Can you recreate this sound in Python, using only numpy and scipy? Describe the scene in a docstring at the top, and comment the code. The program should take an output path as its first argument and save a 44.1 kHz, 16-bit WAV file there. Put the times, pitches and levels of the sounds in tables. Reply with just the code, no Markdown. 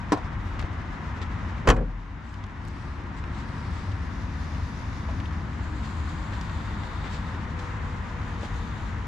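"""A car's door latch clacks open at night beside a busy road. A moment later the door is swung shut:
seal, latch and striker meet within 30 ms, the steel panels ring and the cabin air booms. An automatic
gain ducks under the slam and creeps back. Traffic rumbles on and one vehicle's tyres sing as it
passes, while slow steps tick and rustle on the sandy ground."""
import sys
import numpy as np
from scipy import signal
from scipy.fft import rfft, irfft, next_fast_len
from scipy.io import wavfile
from scipy.ndimage import uniform_filter1d

SR = 44100
rng = np.random.default_rng(int(sys.argv[2]) if len(sys.argv) > 2 else 0)


def master(y):
    """Save y as 16-bit WAV."""
    cut = np.clip(np.atleast_2d(y).T, -1, 1)
    pcm = np.round(cut * 32767)  # scale
    wavfile.write(sys.argv[1], SR, pcm.astype(np.int16))


N = 399987

# Seal, latch and striker hit home; then the door shudders in its seal and the latch rattles.
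# Each row: start in seconds, relative level in dB, treble tilt in dB per octave.
SLAM = [(1.673, -20.5, 1), (1.6758, -20.5, -0.5), (1.6819, -17, -2), (1.6873, -13, 2.5),
        (1.6912, -12.5, 2.5), (1.7002, -11.5, 3), (1.7027, -10, 0.5)]
SHUDDERS = [(1.724, -18, -5), (1.746, -25, -5), (1.7627, -32, 1), (1.7653, -29, 0), (1.773, -20.5, -7),
            (1.786, -21, -5), (1.812, -23, -6.5)]
# The weighty body of each hit. Each row: frequency in Hz, spectral level in dB.
DOOR_COLOUR = [(53, -30), (90, 1.5), (281, -4.5), (530, -3), (700, -10), (792, -9), (880, -12),
               (1060, -10.5), (1370, -15), (1690, -11), (2320, -22.5), (3120, -23.5), (3620, -33),
               (7400, -36), (8800, -45), (14000, -62)]
# The lows hang on longest. Each row: frequency in Hz, 60 dB decay time in seconds.
DOOR_DECAY = [(150, 0.36), (500, 0.1), (1500, 0.084), (4000, 0.065), (11000, 0.038)]
# The ring of the steel panels and latch plate, and the brighter ring of claw and striker.
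# Each row: frequency in Hz, level in dB, 60 dB decay time in seconds.
PANEL_MODES = [(154.3, 1.5, 0.38), (242, 4.5, 0.33), (338, 2, 0.071), (424, -1.5, 0.14), (507, 2.5, 0.27),
               (562, 6, 0.063), (603, -5, 0.11), (813, -1, 0.1), (1033, 1.5, 0.16), (1112, 7, 0.075),
               (1360, -2.5, 0.15), (1494, -2, .1), (1690, -2, 0.053), (1970, -10, 0.068), (2460, -10, 0.13)]
CLAW_MODES = [(2510, -4, .07), (2929, -3, .06), (3070, 2, .065), (3900, -9, .04), (4540, -3, 0.038),
              (5260, -5, .04), (5997, -7, .05), (6920, -3, 0.032)]
# The panels ring as the seal lands, harder as the striker catches; the claw touches, takes the
# first notch, then locks. Each row: start in seconds, level in dB.
PANEL_BLOWS = [(1.6758, -26), (1.6885, -23), (1.7031, -18)]
CLAW_CLACKS = [(1.675, -30), (1.6885, -36), (1.7022, -23)]


def door_slam():
    """The seal brushes, latch and striker hit and ring the panels, and the door shudders to rest."""
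    seal_brush = arch(1.672, half_length=0.03) * noise(DOOR_COLOUR, N, tilt_db=-6, width=0.4)
    out = amp(-33) * seal_brush
    for s, db, tilt_db in list(SLAM) + list(SHUDDERS):
        add(out, s, amp(db - 0.5) * crack(DOOR_COLOUR, DOOR_DECAY, tilt_db, attack=0.00016))
    for s, db, _ in SLAM:
        add(out, s, amp(db - 8) * skin_push())
    shudder_blows = [(s, db - 20) for s, db, _ in SHUDDERS]
    for s, db in list(PANEL_BLOWS) + shudder_blows:
        add(out, s, amp(db) * ring(PANEL_MODES, attack=0.001, scatter_db=1))
    for s, db in CLAW_CLACKS:
        add(out, s, amp(db) * ring(CLAW_MODES, attack=0.0002, scatter_db=1))
    return out


def skin_push(length_s=0.00051, rise_s=0.00017):
    """One blunt contact shoves the door skin in and lets it spring back."""
    t = np.arange(SR // 50) / SR
    return (t / length_s - 1) * np.exp(-t / length_s) * (1 - np.exp(-t / rise_s))


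# The sub under the slam. Each row: frequency in Hz, relative level in dB, 60 dB decay time in seconds.
CABIN_MODES = [(51.2, -3, 0.26), (42.35, -10, 1), (26, -26, 0.26)]


def cabin_boom():
    """The door squeezes the cabin air, which throbs and dies away."""
    out = np.zeros(N)
    add(out, 1.686, amp(1.0) * ring(CABIN_MODES, attack=0.006, scatter_db=-0.5))
    return out


# The pawl lets go, the door pops off its seal, the handle springs back. Each row: start in seconds,
# relative crack level in dB, treble tilt in dB per octave, ring level in dB.
LATCH_HITS = [(0.1203, -14, 3, -17), (.1269, -21, 1, -14), (.173, -35, 3, -42)]
# A boxy clack. Each row: frequency in Hz, spectral level in dB.
LATCH_COLOUR = [(71, -30), (130, -5), (210, -8), (288, 5.5), (420, -2.5), (578, -9.5), (749, -3.5),
                (1050, -7), (1180, -11.5), (2150, -22.5), (2680, -32), (3500, -29.5), (5270, -34),
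                (8010, -44), (14000, -70)]
# Its tight tail. Each row: frequency in Hz, 60 dB decay time in seconds.
LATCH_DECAY = [(200, 0.082), (900, 0.08), (2500, 0.092), (10000, 0.066)]
# The hollow door answers. Each row: frequency in Hz, level in dB, 60 dB decay time in seconds.
LATCH_MODES = [(298, 1.5, 0.066), (379, 1.5, 0.059), (687, -22, 0.25), (824, -5, 0.045),
               (1054, -17.5, 0.16), (5210, -24, 0.056)]


def latch_release(bounce_s=0.0067, bounce_loss_db=4.5, bounce_tilt_db=-1.5):
    """The pawl snaps off the striker, rings the hollow door and chatters in weaker, duller rebounds."""
    out = np.zeros((2, N))
    for s, db, tilt_db, ring_db in LATCH_HITS:
        add(out, s, amp(ring_db) * ring(LATCH_MODES, attack=0.0012, scatter_db=1))
        for bounce in range(3):
            tilt = tilt_db + bounce_tilt_db * (bounce > 0)
            contact = crack(LATCH_COLOUR, LATCH_DECAY, tilt, attack=0.00031)
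            add(out, s + bounce * bounce_s, amp(db - 5.5 - bounce * bounce_loss_db) * contact)
    return out


# Dull heel knocks and small stone crunches. Each row: start in seconds, level in dB, pitch in Hz.
HEELS = [(.634, -28, 110), (.64, -43, 706), (5.088, -37.5, 915), (5.108, -46, 700), (8.430, -36, 810),
         (8.447, -40, 955)]
PEBBLES = [(5.2002, -45, 2600), (5.2558, -46, 2850), (6.411, -47, 4800)]
# The tone of each. Each row: multiple of the pitch, spectral level in dB.
HEEL_COLOUR = [(.1, -4), (.5, 1.5), (1, 7.5), (1.6, -13), (3.5, -14), (20, -58), (130, -100)]
PEBBLE_COLOUR = [(.3, -23), (.75, -3), (1, 0), (1.3, -4), (1.7, -18), (5, -40)]


def footfalls():
    """Heels knock on the ground and small stones crunch under a sole."""
    out = np.zeros((2, N))
    heel_decay, pebble_decay = [(200, 0.083), (2000, 0.093)], [(1000, 0.034), (5000, 0.029)]
    for s, db, hz in HEELS:
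        add(out, s, amp(db) * crack(np.multiply(HEEL_COLOUR, [hz, 1]), heel_decay, 0, attack=0.00086))
    for s, db, hz in PEBBLES:
        add(out, s, amp(db) * crack(np.multiply(PEBBLE_COLOUR, [hz, 1]), pebble_decay, 0, attack=0.0006))
    return out


# Shoe scuffs. Each row: middle and half length in seconds, level in dB, treble tilt in dB per octave.
SCUFFS = [(.47, 0.12, -64, 24), (1.227, 0.021, -40, -4.5), (2.31, 0.13, -56, 1.5), (3.183, 0.032, -52.5, 0),
          (3.39, 0.094, -52.5, -0.5), (3.778, 0.1, -52, -1), (3.92, 0.011, -45, -3),
          (5.854, 0.044, -47, -1), (6.339, 0.03, -40.5, -6.5), (7.057, 0.045, -40.5, -6.5),
          (7.145, 0.066, -45.5, -1), (7.597, 0.013, -43, -3), (8.444, .05, -48.5, -1.5)]
# A dry scrape. Each row: frequency in Hz, spectral level in dB.
SCUFF_COLOUR = [(600, -6), (1500, 2.5), (4000, 2), (6000, -5.5), (7800, -4.5), (8500, -17), (14000, -34)]


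def sole_scuffs():
    """Soles slide over sand in short, grainy strokes."""
    out = np.zeros((2, N))
    grain = unit(amp(1.8 * wobble(600)))
    for s, half_length, db, tilt_db in SCUFFS:
        size = int(2 * half_length * SR)
        stroke = np.hanning(size) * grain[round(s * SR):][:size]
        add(out, s - half_length, amp(db) * stroke * noise(SCUFF_COLOUR, size, tilt_db))
    return out


# The loudest clicks of grit. Each row: start in seconds, relative level in dB, treble tilt in dB per
# octave, 60 dB decay time in seconds.
GRIT_TICKS = [(.5912, -27, -4, 0.01), (.594, -34, 3, 0.017), (.6, -33.5, -4.5, 0.051),
              (.6145, -42, 9, .012), (.6245, -34, -4, .025), (1.2155, -31, -4.5, .018),
              (2.331, -51, 12, 0.014), (2.34, -40.5, 2, .025), (2.4385, -33, -3, 0.031),
              (2.465, -49, 9, .015), (2.651, -44, 12, .01), (2.676, -43, 7, .012), (2.683, -41.5, 14, 0.01),
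              (3.239, -35, -4.5, .02), (4.929, -40.5, -1.5, 0.034), (6.411, -39, 0, 0.011),
              (6.496, -33, -3, .016), (6.571, -45, 2, .012), (6.833, -35, -6, 0.051)]
# A crisp midrange snap. Each row: frequency in Hz, spectral level in dB.
GRIT_COLOUR = [(300, -10), (1000, 8.5), (2500, 6), (4500, -0.5), (7000, -7.5), (8800, -19), (14000, -37)]


def grit(walk_start_s=2.7, grains_per_s=2.5, spread_db=2.5, rise_s=0.0006):
    """Grit clicks underfoot; once the walk gets going, fainter grains crack at random too."""
    out = np.zeros((2, N))
    walk_s = N / SR - walk_start_s
    grains = [(walk_start_s + when * walk_s, -46 + spread_db * (2 * size - 1), -2, 0.02)
              for when, size in rng.random((int(grains_per_s * walk_s), 2))]
    t = np.arange(SR // 10) / SR
    for s, db, tilt_db, t60 in list(GRIT_TICKS) + grains:
        envelope = np.tanh(t / rise_s) ** 2 * fade(t, t60)
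        add(out, s, amp(db + 2.5) * envelope * noise(GRIT_COLOUR, len(t), tilt_db, width=0.81))
    return out


# One swish for each slow stride. Each row: middle and half length in seconds, level in dB,
# first comb peak of the ground reflection in Hz.
STRIDES = [(2.8, 0.27, -59, 4500), (3.71, 0.49, -57.5, 4550), (4.698, 1, -57, 5400),
           (6.147, 0.89, -55, 3730), (7.032, 0.49, -57.5, 3870), (7.75, 0.4, -60, 3600),
           (8.55, 0.65, -57, 3450)]
# Airy sand and cloth. Each row: frequency in Hz, spectral level in dB.
SAND_COLOUR = [(1500, -24), (3000, 0), (4300, 1), (7300, -4), (8500, -13.5), (11000, -18.5), (14000, -37)]


def stride_rustle():
    """Sand and cloth swish with each stride, coloured by a reflection off the ground."""
    out, sample = np.zeros((2, N)), np.arange(N)
    for s, half_length, db, peak_hz in STRIDES:
        sand = noise(SAND_COLOUR, N)
        reflected = np.array([np.interp(sample - SR / peak_hz, sample, side) for side in sand])
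        out += amp(db) * arch(s, half_length) * unit(sand + 0.5 * reflected)
    grain = unit(amp(0.89 * wobble(500) + 1.2 * wobble(25)))
    return out * grain


# Pass-bys. Each row: nearest moment and half length in seconds, tyre level in dB, engine level in dB.
PASSES = [(1.2, 1.95, -43.5, -38), (5.393, 0.58, -82, -39), (7.407, 1.32, -42.5, -40),
          (8.9, 0.64, -48, -39)]
# The low, middle and top of the road bed. Each row: frequency in Hz, spectral level in dB.
ENGINE_RUMBLE = [(11, -47), (18, -31), (41, -3.5), (56, -3), (80, -1), (93, -3), (104, -3), (129, -13.5),
                 (149, -7.5), (183, -12.5), (215, -11.5), (242, -14.5), (349, -22), (375, -25.5),
                 (481, -30.5), (600, -32.5), (780, -39), (1320, -120)]
TYRE_ROAR = [(220, -22), (380, -7), (439, -11.5), (479, -6.5), (559, -8), (711, -4), (840, -1.5),
             (950, 2.5), (1130, 0.5), (1520, -2.5), (1920, -4), (2350, -10.5), (2900, -15.5), (3800, -21.5),
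             (4940, -43), (8360, -120)]
TYRE_HISS = [(1800, -6.5), (2800, -1), (3300, -6.5), (3720, -1.5), (4200, -4), (5600, -5.5), (7000, -10),
             (8600, -21), (11000, -26), (14000, -39)]


def traffic(tyre_bed_db=-44.5, engine_bed_db=-33.5, hiss_to_roar_db=-17):
    """Engines rumble and tyres roar and hiss along the road, swelling as each vehicle goes by."""
    tyre_power, engine_power = amp(tyre_bed_db) ** 2, amp(engine_bed_db) ** 2
    for s, half_length, tyre_db, engine_db in PASSES:
        near = nearness(s, half_length)
        tyre_power += amp(tyre_db) ** 2 * near
        engine_power += amp(engine_db) ** 2 * near
    tyres, engines = np.sqrt(tyre_power), np.sqrt(engine_power)
    rumble = engines * amp(0.16 * wobble(4.3)) * noise(ENGINE_RUMBLE, N)
    roar = tyres * amp(0.33 * wobble(10)) * noise(TYRE_ROAR, N)
    hiss = tyres * amp(hiss_to_roar_db + 1.55 * wobble(32)) * noise(TYRE_HISS, N, width=0.94)
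    return rumble + roar + hiss


def tyre_whine(nearest_s=7.9, half_length_s=2, pitch_hz=487.5, mach=0.122, rear_db=3, flutter_db=2.4):
    """Singing tyres beam sideways and a little to the rear; they swell and sink in Doppler pitch."""
    t = np.arange(N) / SR
    near = nearness(nearest_s, half_length_s)
    receding = (t - nearest_s) / half_length_s * np.sqrt(near)  # -1 coming, +1 going
    beam = near ** 3
    level = beam * amp(-54.3 + rear_db * receding + flutter_db * wobble(12))
    doppler_hz = pitch_hz * (1 - mach * receding)
    return level * tone(doppler_hz * (1 + 0.005 * wobble(45)))


# Distant hums. Each row: start and end in seconds, first and last pitch in Hz, relative level in dB.
ENGINE_DRONES = [(1.4, 6.6, 277, 266, -47), (1.9, 3.77, 352, 348, -50), (4.7, 7.4, 312, 301, -48),
                 (4.6, 7.6, 216, 211, -46.5), (1.503, 10, 101, 104, -42.5), (2.93, 8.54, 81.5, 83, -37.5),
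                 (2.7, 7.06, 64, 64.8, -37.5), (3.36, 8.9, 75, 75.6, -41), (5.93, 9.74, 149, 151, -45)]


def far_engines():
    """Far engines drone in and out, each a wavering tone on a slow glide."""
    out, t = np.zeros(N), np.arange(N) / SR
    for start, end, start_hz, end_hz, db in ENGINE_DRONES:
        progress = np.clip((t - start) / (end - start), 0, 1)
        swell = np.sqrt(np.abs(np.sin(np.pi * progress)))
        level = swell * amp(db - 3.5 + 2.5 * wobble(7.7))
        glide_hz = np.interp(t, [start, end], [start_hz, end_hz])
        out += level * tone(glide_hz * (1 + 0.0039 * wobble(12)))
    return out


# A thin whirr at the back. Each row: middle and half length in seconds, level in dB.
WHIRR_SWELLS = [(4.6, 0.97, -61.5), (6.85, 0.78, -57), (8.6, 0.46, -59)]
# Its narrow treble band. Each row: frequency in Hz, spectral level in dB.
WHIRR_COLOUR = [(2800, -22), (3350, -2), (3680, 3.5), (3950, -8), (4800, -9), (5600, -33)]


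def whirr():
    """A faint, narrow band of noise swells and fades."""
    swells = sum(amp(db) * arch(s, half_length) for s, half_length, db in WHIRR_SWELLS)
    return swells * noise(WHIRR_COLOUR, N)


# The outdoor space round the car. Each row: frequency in Hz, 60 dB decay time in seconds.
YARD_DECAY = [(60, 0.45), (250, 0.37), (800, 0.22), (2000, 0.19), (8000, .12)]


def yard_echo(x, delay_s=0.03):
    """Nearby cars and walls send back a short, dull tail."""
    colour = [(40, 13), (200, -27.0), (700, 9.5), (2000, -17), (10000, -9.0)]
    tail = dying(noise(colour, SR), YARD_DECAY)
    tail /= np.linalg.norm(tail[0])
    out = np.zeros((2, N))
    add(out, delay_s, signal.fftconvolve(x, tail, axes=1)[:, :N])
    return out


# The stereo image at full width. Each row: frequency in Hz, left-right likeness (1 is mono).
STEREO_LIKENESS = [(60, 1), (250, 0.88), (1000, 0.48), (3000, 0.39), (10000, 0.28)]


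def noise(spectrum, size, tilt_db=0, width=1):
    """Coloured stereo noise of rms 1, nearly mono in the bass, tilted per octave above 400 Hz."""
    m = next_fast_len(size, True)
    hz = np.fft.rfftfreq(m, 1 / SR)
    spread = width * np.arccos(np.clip(along(STEREO_LIKENESS, hz), -1, 1)) / 2
    colour = amp(along(spectrum, hz) + tilt_db * np.log2(np.maximum(hz, 400) / 400))
    white = rfft(rng.standard_normal((2, m)))
    mid, side = irfft(white * colour * [np.cos(spread), np.sin(spread)], m)[:, :size]
    return unit(np.array([mid + side, mid - side]))


def crack(colour, decay, tilt_db, attack):
    """The dense, noisy ring of one contact; rms 1 over its first 10 ms, attack in seconds."""
    t = np.arange(SR // 5) / SR
    burst = dying(noise(colour, len(t), tilt_db, width=0.62), decay) * (1 - np.exp(-t / attack))
    return burst / np.std(burst[:, :SR // 100])


def ring(modes, attack, scatter_db):
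    """Damped modes, struck at new strengths each time; attack in seconds."""
    hz, db, t60 = np.transpose(modes)[:, :, None]
    t = np.arange(int(t60.max() * SR)) / SR
    strengths = amp(db + scatter_db * rng.standard_normal(db.shape))
    tones = strengths * fade(t, t60) * np.sin(2 * np.pi * hz * t)
    return tones.sum(axis=0) * (1 - np.exp(-t / attack))


def dying(x, decay):
    """Let each band of x die at its own rate, keeping the balance of energy between bands."""
    size = x.shape[-1]
    t, hz, spectrum = np.arange(size) / SR, np.fft.rfftfreq(size, 1 / SR), rfft(x)
    centres, t60s = np.transpose(decay)
    out = np.zeros_like(x)
    for share, t60 in zip(np.eye(len(centres)), t60s):
        band = irfft(spectrum * along(np.c_[centres, share], hz), size)
        out += np.std(band) * unit(band * fade(t, t60))
    return out


def tone(hz):
    """A sine of rms 1 that follows a pitch curve."""
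    return unit(np.sin(2 * np.pi * np.cumsum(hz) / SR))


def fade(t, t60):
    """A decay that loses 60 dB every t60 seconds."""
    return np.exp(-np.log(1000) * t / t60)


def nearness(s, half_length):
    """Inverse-square power of something passing in a straight line; 1 when nearest, at time s."""
    return 1 / (1 + ((np.arange(N) / SR - s) / half_length) ** 2)


def arch(s, half_length):
    """A smooth rise and fall around time s."""
    return np.cos(np.pi / 2 * np.clip((np.arange(N) / SR - s) / half_length, -1, 1))


def wobble(rate):
    """A smooth random curve, rate knots a second."""
    knots = rng.standard_normal(int(N * rate / SR) + 4)
    fine = signal.resample(knots, 8 * len(knots))
    return np.interp(np.arange(N) * (8 * rate / SR), np.arange(len(fine)), fine)


def amp(db):
    """Decibels to gain."""
    return np.exp(np.asarray(db) * (np.log(10) / 20))


def unit(x):
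    """Scale to rms 1."""
    return x / np.sqrt(np.mean(x ** 2) + 1e-20)


def along(points, hz):
    """Read (Hz, value) points on a log frequency axis."""
    freqs, values = np.transpose(points)
    return np.interp(np.log(hz + 1), np.log(freqs + 1), values)


def filtered(x, response):
    """Shape x by a response, given as a function of Hz."""
    size = x.shape[-1]
    m = next_fast_len(size + SR // 8)
    return irfft(rfft(x, m) * response(np.fft.rfftfreq(m, 1 / SR)), m)[..., :size]


def add(track, s, sound):
    """Mix a sound into the track from time s on."""
    start = max(round(s * SR), 0)
    track[..., start:start + sound.shape[-1]] += sound[..., :N - start]


def placed(x, left_db, lead_radians):
    """Pan by a level and phase offset between left and right; the deep bass stays nearly in phase."""
    def phase_offset(hz):
        lead = lead_radians * hz / (hz + 300)
        return np.exp(0.5j * lead * [[1], [-1]])
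    return filtered(x, phase_offset) * amp([[left_db / 2], [-left_db / 2]])


def gain_control(x, threshold_db, release_db_per_s):
    """A loud sound pulls the gain down at once; it then climbs steadily back."""
    power = np.abs(uniform_filter1d(np.mean(x ** 2, axis=0), SR // 80))
    excess_db = np.maximum(10 * np.log10(power + 1e-12) - threshold_db, 0)
    climb_db = release_db_per_s * np.arange(N) / SR
    return x * amp(climb_db - np.maximum.accumulate(excess_db + climb_db))


def scene():
    """The door sits ahead in its short echo; road, steps and cabin boom lean a little to the left."""
    car = latch_release() + door_slam()
    ahead = placed(car + amp(-22.5) * yard_echo(car), left_db=0.3, lead_radians=-0.8)
    road = traffic() + tyre_whine() + far_engines()
    around = road + stride_rustle() + whirr() + cabin_boom() + footfalls() + sole_scuffs() + grit()
    return ahead + placed(around, left_db=2.5, lead_radians=-0.37)


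def record(dry):
    """Automatic gain ducks the slam, overloads clip, and the top end stops at 14.4 kHz."""
    ducked = gain_control(dry, threshold_db=-11.0, release_db_per_s=5.0)
    return filtered(np.clip(ducked, -1, 1), lambda hz: hz < 14400)


dry = scene()
out = record(dry)
master(out)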